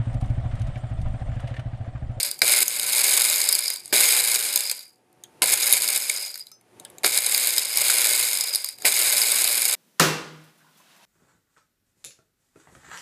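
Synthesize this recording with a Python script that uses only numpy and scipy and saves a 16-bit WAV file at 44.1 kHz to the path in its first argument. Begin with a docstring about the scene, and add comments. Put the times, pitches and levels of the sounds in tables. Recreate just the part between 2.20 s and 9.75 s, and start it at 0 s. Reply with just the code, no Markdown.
"""Pulsed blender

A small blender is pulsed by hand on a stone counter, grinding hard dried pieces to powder.
The blade flings pieces against the plastic cup: noise bursts ring its resonances, densely under power,
thinning out to lone knocks as the blade coasts down with a sagging whine. Sine tones make the mains hum
and a faint shaft tone below; shaped noise makes the quiet kitchen behind."""
import sys
import numpy as np
from scipy import signal
from scipy.fft import rfft, irfft
from scipy.io import wavfile
from scipy.ndimage import uniform_filter1d

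SR = 44100
rng = np.random.default_rng(int(sys.argv[2]) if len(sys.argv) > 2 else 0)


def wav_out(sig):
    """Save sig, one row per channel (or a flat mono array), as 16-bit PCM at SR to the path in sys.argv[1]."""
    wavfile.write(sys.argv[1], SR, np.round(np.clip(np.atleast_2d(sig).T, -1, 1) * 32767).astype(np.int16))


def ratio(d):
    """dB to gain"""
    e = np.asarray(d, float) / 20
    return 10 ** e


N = 333022

# motor under power: on t/s, off t/s, shaft speed it heads for f/Hz, shaft tone level/dB before its wavering
POWER = [(0.214, 1.151, 259, -63.5), (1.727, 2.25, 257.8, -64), (3.219, 3.798, 251.2, -62),
         (4.838, 5.381, 255, -78), (5.551, 6.097, 267.3, -69), (6.643, 7.544, 269.3, -61)]
# resonances of cup wall, blade and cup body: f/Hz, width/Hz of the narrower of two stages, level/dB
WALL = [(3600, 380, -14.5), (3880, 457, -7), (4475, 720, -13), (6730, 520, -5.5), (7700, 710, -7),
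        (8650, 950, -4), (9790, 1700, -11.5), (10280, 1200, -6), (11350, 1900, -8.5), (12170, 900, -8.5),
        (13800, 580, -11), (15200, 1200, -17)]
BLADE = [(4310, 630, -14.5), (4700, 640, -8), (5039, 274, -2.5)]
BODY = [(251.7, 89, -27.5), (377, 71, -15), (479, 88, -13), (590, 35, -7.5), (740, 230, -13.5),
        (859, 30, -14), (998, 34, -10.5), (1130, 320, -18), (1554, 390, -10.5), (2196, 263, -2),
        (2370, 170, -5.5), (2630, 1330, -10.5)]
HUM_HZ = 119.17  # twice the mains
STRAIN_S = 0.37  # the straining motor shakes body and hum harder just after it starts


def rms_one(x):
    """Scale to rms 1."""
    return x / np.sqrt(np.mean(x ** 2) + 1e-20)


def curve(rows):
    """Draw straight lines through (t/s, value) points, sample by sample."""
    s, values = np.transpose(rows)
    return np.interp(np.arange(N) / SR, s, values)


def smooth(x, seconds):
    """One-pole low-pass: a jump is followed with this time constant."""
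    r = np.exp(-1 / (seconds * SR))
    return signal.lfilter([1 - r], [1, -r], x + 1e-18)


def drift(rate_hz):
    """Random wandering of rms 1: noise through two low-pass poles at this rate."""
    seconds = 1 / (2 * np.pi * rate_hz)
    return rms_one(smooth(smooth(rng.standard_normal(N), seconds), seconds))


def resonate(x, hz, width_hz):
    """Two-pole resonance with a gain of about 1 at its peak."""
    r = np.exp(-np.pi * width_hz / SR)
    zeros = (1 - r * r) / 2 * np.array([1, 0, -1])
    poles = [1, -2 * r * np.cos(2 * np.pi * hz / SR), r * r]
    return signal.lfilter(zeros, poles, x)


def scatter(at, sizes, modes, spread_db, burst_s, powder=0.):
    """Every blow is a short crunch of noise and strikes each resonance with a strength of its own;
    powder adds an even swirl under the blows."""
    out = 0
    luck = rng.standard_normal((len(at), len(modes)))
    white = rng.standard_normal(N)
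    for k, (hz, width_hz, level_db) in enumerate(modes):
        strikes = sizes * ratio(spread_db * luck[:, k])
        power = smooth(np.bincount(at, strikes ** 2, N), burst_s)
        # each resonance reads the noise from another place
        crunch = np.sqrt(power + powder * power.mean()) * np.roll(white, k * SR // 2)
        ring = resonate(resonate(crunch, hz, 2 * width_hz), hz, width_hz)
        out = out + ratio(level_db) * ring
    return out


def powered():
    """1 while current flows, 0 while the blade coasts, with soft edges."""
    t = np.arange(N) / SR
    return smooth(sum(1. * (t > on) * (t < off) for on, off, _, _ in POWER), .01)


def since_start():
    """Seconds since the motor was last switched on; very long before the first start."""
    t, on = np.arange(N) / SR, np.array(POWER)[:, 0]
    return t - np.append(-SR, on)[np.searchsorted(on, t)]


def coasting():
    """Climbs from 0 towards 1 once the current is cut; the blade already coasts at the beginning."""
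    climb_s = .2
    t, off = np.arange(N) / SR, np.array(POWER)[:, 1]
    since_off = t - np.append(-.5, off)[np.searchsorted(off, t)]
    return (1 - np.exp(-since_off / climb_s)) * (1 - powered())


def dips():
    """Sudden losses of level that heal exponentially, in dB, for rattle, whine and motor."""
    # drops right after some hard cracks: t/s, depth/dB before the onset is softened
    drops = [(0.43, 13), (2.005, 4.5), (2.165, 4.5), (3.235, 8.5), (3.344, 9.5), (3.576, 7.5), (3.782, 6.5),
             (4.878, 10), (4.99, 7), (5.31, 2.5), (6.685, 7)]
    recover_s = 0.11
    s, depth_db = np.transpose(drops)
    r = np.exp(-1 / (recover_s * SR))
    onsets = np.bincount((s * SR).astype(int), depth_db, N)
    return -smooth(signal.lfilter([1], [1, -r], onsets + 1e-18), .003)


def rattle_db():
    """Rattle level on the cup wall: each run starts at once and holds its last level until the next."""
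    # one curve per run of the blade: t/s, level/dB before the dips
    runs = [
        [(0, -22.5), (.025, -33), (.055, -27.5), (.13, -44), (.2, -52)],
        [(.218, -26.5), (.3, -17), (.43, -21), (.62, -25.5), (.72, -22), (.77, -19.5), (1.0, -19.5),
         (1.2, -23.5), (1.45, -30.5), (1.53, -34), (1.59, -45), (1.65, -50.5), (1.71, -50)],
        [(1.727, -17.5), (2.0, -19.5), (2.15, -20), (2.32, -25.5), (2.5, -33), (2.56, -41.5), (2.64, -50),
         (2.73, -68.5), (2.85, -91)],
        [(3.219, -19.5), (3.3, -15.5), (3.55, -18.5), (3.76, -21.5), (3.9, -28), (4.06, -34), (4.12, -44.5),
         (4.2, -49), (4.25, -61), (4.31, -63), (4.4, -90)],
        [(4.838, -19), (4.96, -18), (5.2, -22), (5.4, -24), (5.48, -30)],
        [(5.5, -27.5), (5.56, -26.5), (5.58, -22), (5.76, -20.5), (6.0, -21.5), (6.15, -27), (6.33, -31.5),
         (6.42, -38.5), (6.5, -40.5), (6.57, -57.5), (6.63, -45)],
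        [(6.645, -17.5), (6.8, -18), (7.0, -21.5), (7.2, -21), (7.35, -22.5), (7.55, -23)],
    ]
    t, out = np.arange(N) / SR, np.zeros(N)
    for run in runs:
        out = np.where(t >= run[0][0], curve(run), out)
    return smooth(out - out[0], 0.0012) + out[0] + dips()


def kitchen():
    """Dull noise of changing level with a few wavering appliance tones, made of narrow noise bands."""
    # level of the murmur: t/s, level/dB
    murmur = [(0, -57.5), (1.6, -66.5), (1.72, -55), (2.7, -69.5), (2.85, -66.5), (3.2, -56.5), (4.2, -69),
              (4.4, -66.5), (4.6, -54.5), (4.83, -54.5), (6.5, -70.5), (6.64, -52), (7.55, -69)]
    # colour of the noise: f/Hz, relative level/dB per Hz
    colour = [(20, -30), (60, -26), (120, -10), (200, -10), (400, -8), (900, -15), (1300, -20),
              (2500, -22.5), (3500, -28), (6000, -30.5), (11000, -31.5), (16000, -43.5)]
    # appliance tones: f/Hz, width/Hz of each of two equal stages, level/dB re murmur
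    appliance_tones = [(118.9, 4.4, -13.5), (356, 8, -9), (744, 8, -9), (890, 11, -13), (9100, 200, -21.5),
                       (11040, 500, -21.5)]
    hz, level_db = np.transpose(colour)
    grid_hz = np.maximum(np.fft.rfftfreq(N, 1 / SR), 1)
    gain = ratio(np.interp(np.log(grid_hz), np.log(hz), level_db))
    noise = rms_one(irfft(rfft(rng.standard_normal(N)) * gain, N))
    tones = 0
    for f, width_hz, db in appliance_tones:
        band = resonate(resonate(rng.standard_normal(N), f, width_hz), f, width_hz)
        tones = tones + ratio(db) * rms_one(band)
    return ratio(curve(murmur)) * (noise + tones)


def room(x):
    """Reflections off counter and walls: a dying, dulled noise tail."""
    t60_s, level_db = 0.14, -15
    t = np.arange(SR // 3) / SR
    tail = smooth(rng.standard_normal(len(t)), .00003) * ratio(-60 * t / t60_s) * (t > .003)
    return ratio(level_db) * signal.fftconvolve(x, tail / np.sqrt(np.sum(tail ** 2)))[:N]


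def motor():
    """Hum at twice the mains while powered, and the unbalanced shaft once per turn as it spins up."""
    hum_db, strain_db = -67.5, 9
    speed_lag_hz, spin_up_s, swell_s = 100, .3, 0.09
    t = np.arange(N) / SR
    hum_level_db = hum_db + strain_db * np.exp(-since_start() / STRAIN_S) + 5.0 * drift(8)
    hum = ratio(hum_level_db) * powered() * np.sin(2 * np.pi * HUM_HZ * t)
    hz, gain = np.zeros(N), np.zeros(N)
    for on, off, top_hz, level_db in POWER:
        spin_up = top_hz - speed_lag_hz * np.exp(-np.abs(t - on) / spin_up_s)
        hz = np.where(t > on, spin_up, hz)
        gain = gain + ratio(level_db) * (t > on) * (t < off)
    turns = np.cumsum(hz * (1 + 0.012 * drift(9.9))) / SR
    shaft_gain = smooth(smooth(gain, swell_s), .03) * ratio(2.0 * drift(12))
    shaft = shaft_gain * np.sin(2 * np.pi * turns)
    return (hum + shaft) * ratio(dips())


def jolts():
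    """The starting torque thumps the base on the counter; the hand rocks the idle cup in its seat."""
    # jolts of the base, hard when the motor kicks in, soft by the hand: t/s, level/dB before the drive
    thump_times = [(0.217, -30.5), (1.726, -24.5), (3.217, -25), (4.6, -47), (4.84, -25.5), (6.645, -26.5)]
    # resonances of the base: f/Hz, width/Hz of the narrower stage, level/dB
    base = [(110, 30, -15), (214, 120, -12.5), (395, 140, -0.5), (620, 170, 0.5), (880, 190, -18)]
    # rocking of the cup: t/s, strike level/dB
    rocks = [(3.038, -10.5), (4.650, -5)]
    # resonances of the seat: f/Hz, width/Hz of the narrower stage, level/dB
    seat = [(1690, 290, -2), (3280, 450, 2)]
    drive_db = 44
    s, level_db = np.transpose(thump_times)
    at = np.round(s * SR).astype(int)
    thumps = scatter(at, ratio(level_db + drive_db), base, spread_db=1.0, burst_s=0.01)
    s, level_db = np.transpose(rocks)
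    at = np.round(s * SR).astype(int)
    ticks = scatter(at, ratio(level_db), seat, spread_db=1.0, burst_s=0.0045)
    return thumps + ticks


def clink():
    """A small metal part clinks as the blade stops: a few decaying sine modes struck once."""
    # the strike: t/s, level/dB
    strike_s, strike_db = (4.316, -47)
    # modes of the part: f/Hz, level/dB re strike, t60/s
    modes = [(1300, -8, .08), (5114, 0, .2), (5297, -5, .2), (6132, -2, .22)]
    t = np.maximum(np.arange(N) / SR - strike_s, 0)
    return sum(ratio(strike_db + db - 60 * t / t60) * np.sin(2 * np.pi * hz * t) for hz, db, t60 in modes)


def knocks():
    """Large pieces crack against the wall; shares of each reach blade and cup body."""
    # set knocks of single pieces and of the cup in its seat:
    # t/s, level/dB before the drives, blade share/dB
    cracks = [(0.0304, -4.5, -13), (0.0932, -27, -9), (0.113, -10.5, -14), (0.1907, -22, -15),
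              (0.2179, 0.5, -6), (0.4257, -2.5, -18), (0.48, -7, -16), (0.596, -3, -20), (1.0188, -3, -15),
              (1.2156, -2, -10), (1.289, -1, -12), (1.3259, -4, -10), (1.3512, -2.5, -16), (1.39, -8, -13),
              (1.4572, -11, -6), (1.48, -11, -1), (1.502, -5, -21), (1.559, -12, -14), (1.6573, -22.5, -21),
              (1.6781, -28, -25), (1.726, -10, -10), (1.8085, -2.5, -20), (1.834, -4, -13),
              (2.1484, -3, -13.5), (2.359, -1.5, -15), (2.3742, -7, -21), (2.4058, -10, -19),
              (2.5134, -4, -19.5), (2.497, -10.5, -6), (2.5917, -25, -2), (2.608, -28, -8),
              (2.7578, -53, -11), (2.9282, -46, -27), (3.037, -23, -33), (3.2198, -2.5, -14.5),
              (3.225, -14, -21), (3.2398, -3, -18), (3.3374, -3, -35), (3.431, -8, -5.5), (3.5254, -1, -18),
              (3.5342, -6, -22), (3.677, -3.5, -16), (3.7755, -8, -33), (3.897, -1, -23),
              (3.9623, -15.5, -10), (4.142, -25, 0), (4.156, -16.5, -12), (4.176, -19.5, -14),
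              (4.195, -26.5, -16), (4.2682, -27, -15), (4.316, -30.5, -27), (4.411, -46.5, -32),
              (4.598, -26.5, -30.5), (4.6495, -21, -24), (4.7, -34.5, -34), (4.783, -23.5, -34),
              (4.834, -18, -25), (4.8447, -2, -2.5), (4.975, -1.5, -9.5), (5.064, -6, -23),
              (5.146, -2, -10.5), (5.1771, -2, -23), (5.2715, -3, -18), (5.3806, -2, -10.5),
              (5.5722, -4, -9.5), (6.131, -3.5, -14), (6.1724, -8, -18), (5.7027, -3, -25),
              (5.8434, -4.5, -18), (6.2083, -3, -11), (6.348, -7, -13), (6.357, -5, -12.5),
              (6.4442, -8, -10.5), (6.4877, -14.5, -9), (6.585, -29, -16), (6.621, -20, -21),
              (6.652, -8, -6), (6.98, -2.5, -14), (7.0165, -3.5, -9), (7.22, -4, -13), (7.4532, -2, -17)]
    # how strongly a short blow drives each part
    wall_drive_db, blade_drive_db, body_drive_db = 19.5, 33.5, 33.5
    # the body takes a fixed share, more when the motor has just kicked in
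    body_share_db, kick_db, kick_s = -25, 15, .012
    # lesser knocks come at random, their level set over the rattle
    lesser_per_s, lesser_db, lesser_blade_db = 9, 12.5, -18.5
    lesser = np.flatnonzero(rng.random(N) < lesser_per_s / SR)
    s, level_db, blade_db = np.transpose(cracks)
    at = np.append(np.round(s * SR).astype(int), lesser)
    luck = rng.standard_normal((len(lesser), 2))
    level_db = np.append(level_db, rattle_db()[lesser] + lesser_db + 2.5 * luck[:, 0])
    blade_db = np.append(blade_db, lesser_blade_db + 4.8 * luck[:, 1])
    kicked = np.min(np.abs(at[:, None] / SR - np.array(POWER)[:, 0]), axis=1) < kick_s
    body_db = body_share_db + kick_db * kicked
    wall = scatter(at, ratio(level_db + wall_drive_db), WALL, spread_db=4.5, burst_s=0.00096)
    blade = scatter(at, ratio(level_db + blade_db + blade_drive_db), BLADE, spread_db=4.0, burst_s=0.0012)
    body = scatter(at, ratio(level_db + body_db + body_drive_db), BODY, spread_db=6.0, burst_s=0.0011)
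    return wall + blade + body


def whine():
    """The coasting blade sings: a narrow noise band around a falling pitch, with a roughened level."""
    level_db, linger_s = -3.5, 0.016  # level re rattle
    pitch_hz, sag_hz, half_width_hz = 5080, 298.6, 110
    coast = coasting()
    low_pass = signal.butter(2, half_width_hz, fs=SR, output="sos")
    slow = signal.sosfilt(low_pass, rng.standard_normal((2, N)))
    phase = 2 * np.pi * np.cumsum(pitch_hz - sag_hz * coast ** 2) / SR
    band = rms_one(slow[0] * np.cos(phase) + slow[1] * np.sin(phase))
    return coast * smooth(ratio(rattle_db() + level_db), linger_s) * ratio(5.0 * drift(25)) * band


def grind():
    """Pieces and powder hit wall, blade and body; torque pulses at twice the mains bunch the hits."""
    # blade ring and cup body re the rattle: under power, and when the blade coasts
    blade_on_db, blade_coast_db, body_on_db, body_coast_db = -9.5, -3.5, -10, -9
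    strain_body_db = 2
    on = powered()
    coast = coasting()
    wall_db = rattle_db()
    blade_db = wall_db + blade_on_db + (blade_coast_db - blade_on_db) * coast
    body_db = wall_db + body_on_db + (body_coast_db - body_on_db) * coast
    body_db = body_db + strain_body_db * np.exp(-since_start() / STRAIN_S)
    throb = 1 + .7 * on * np.sin(2 * np.pi * HUM_HZ * np.arange(N) / SR)
    # fewer hits once the blade coasts; pieces arrive in quick clumps
    per_s = (500 + 1500 * on) * throb * ratio(6.0 * drift(110))
    at = np.flatnonzero(rng.random(N) < per_s / SR)
    sizes = ratio(2.0 * np.minimum(rng.exponential(1, len(at)), 4))
    wall = scatter(at, sizes, WALL, spread_db=3.0, burst_s=0.00046, powder=.06)
    body = scatter(at, sizes, BODY, spread_db=4.0, burst_s=0.0049, powder=0.6)
    # slow hits stir the top blade mode less, so the ring sags as the speed runs out
    speed = smooth(on, 0.33)
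    low = scatter(at, sizes, BLADE[:2], spread_db=5.0, burst_s=.002, powder=0.19)
    top = scatter(at, sizes, BLADE[2:], spread_db=4.0, burst_s=0.0014, powder=0.22)
    blade = low + top * np.clip(.3 + 3.3 * speed, 0, 1)
    out = 0
    for part, level_db in [(wall, wall_db), (blade, blade_db), (body, body_db)]:
        # the level holds over spans of a twentieth of a second
        out = out + ratio(level_db) * part / np.sqrt(uniform_filter1d(part ** 2, size=2200))
    return out


def scene():
    """Blender, its reflections and the kitchen."""
    blender = grind() + whine() + knocks() + jolts() + clink() + motor()
    return (blender + room(blender) + kitchen())[None]


def top_cut(x):
    """Nothing passes above 16.6 kHz."""
    return signal.sosfilt(signal.butter(12, 16640, fs=SR, output="sos"), x)


def record(dry):
    """Peaks are rounded at full scale, then bass and top are cut."""
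    low_cut_hz, top_cut_hz = 50, 16050
    rounded = np.tanh(dry)
    thin = signal.sosfilt(signal.butter(2, low_cut_hz, "high", fs=SR, output="sos"), rounded)
    mix = signal.sosfilt(signal.cheby2(14, 60, top_cut_hz, fs=SR, output="sos"), thin)
    return top_cut(mix)


dry = scene()
out = record(dry)
wav_out(out)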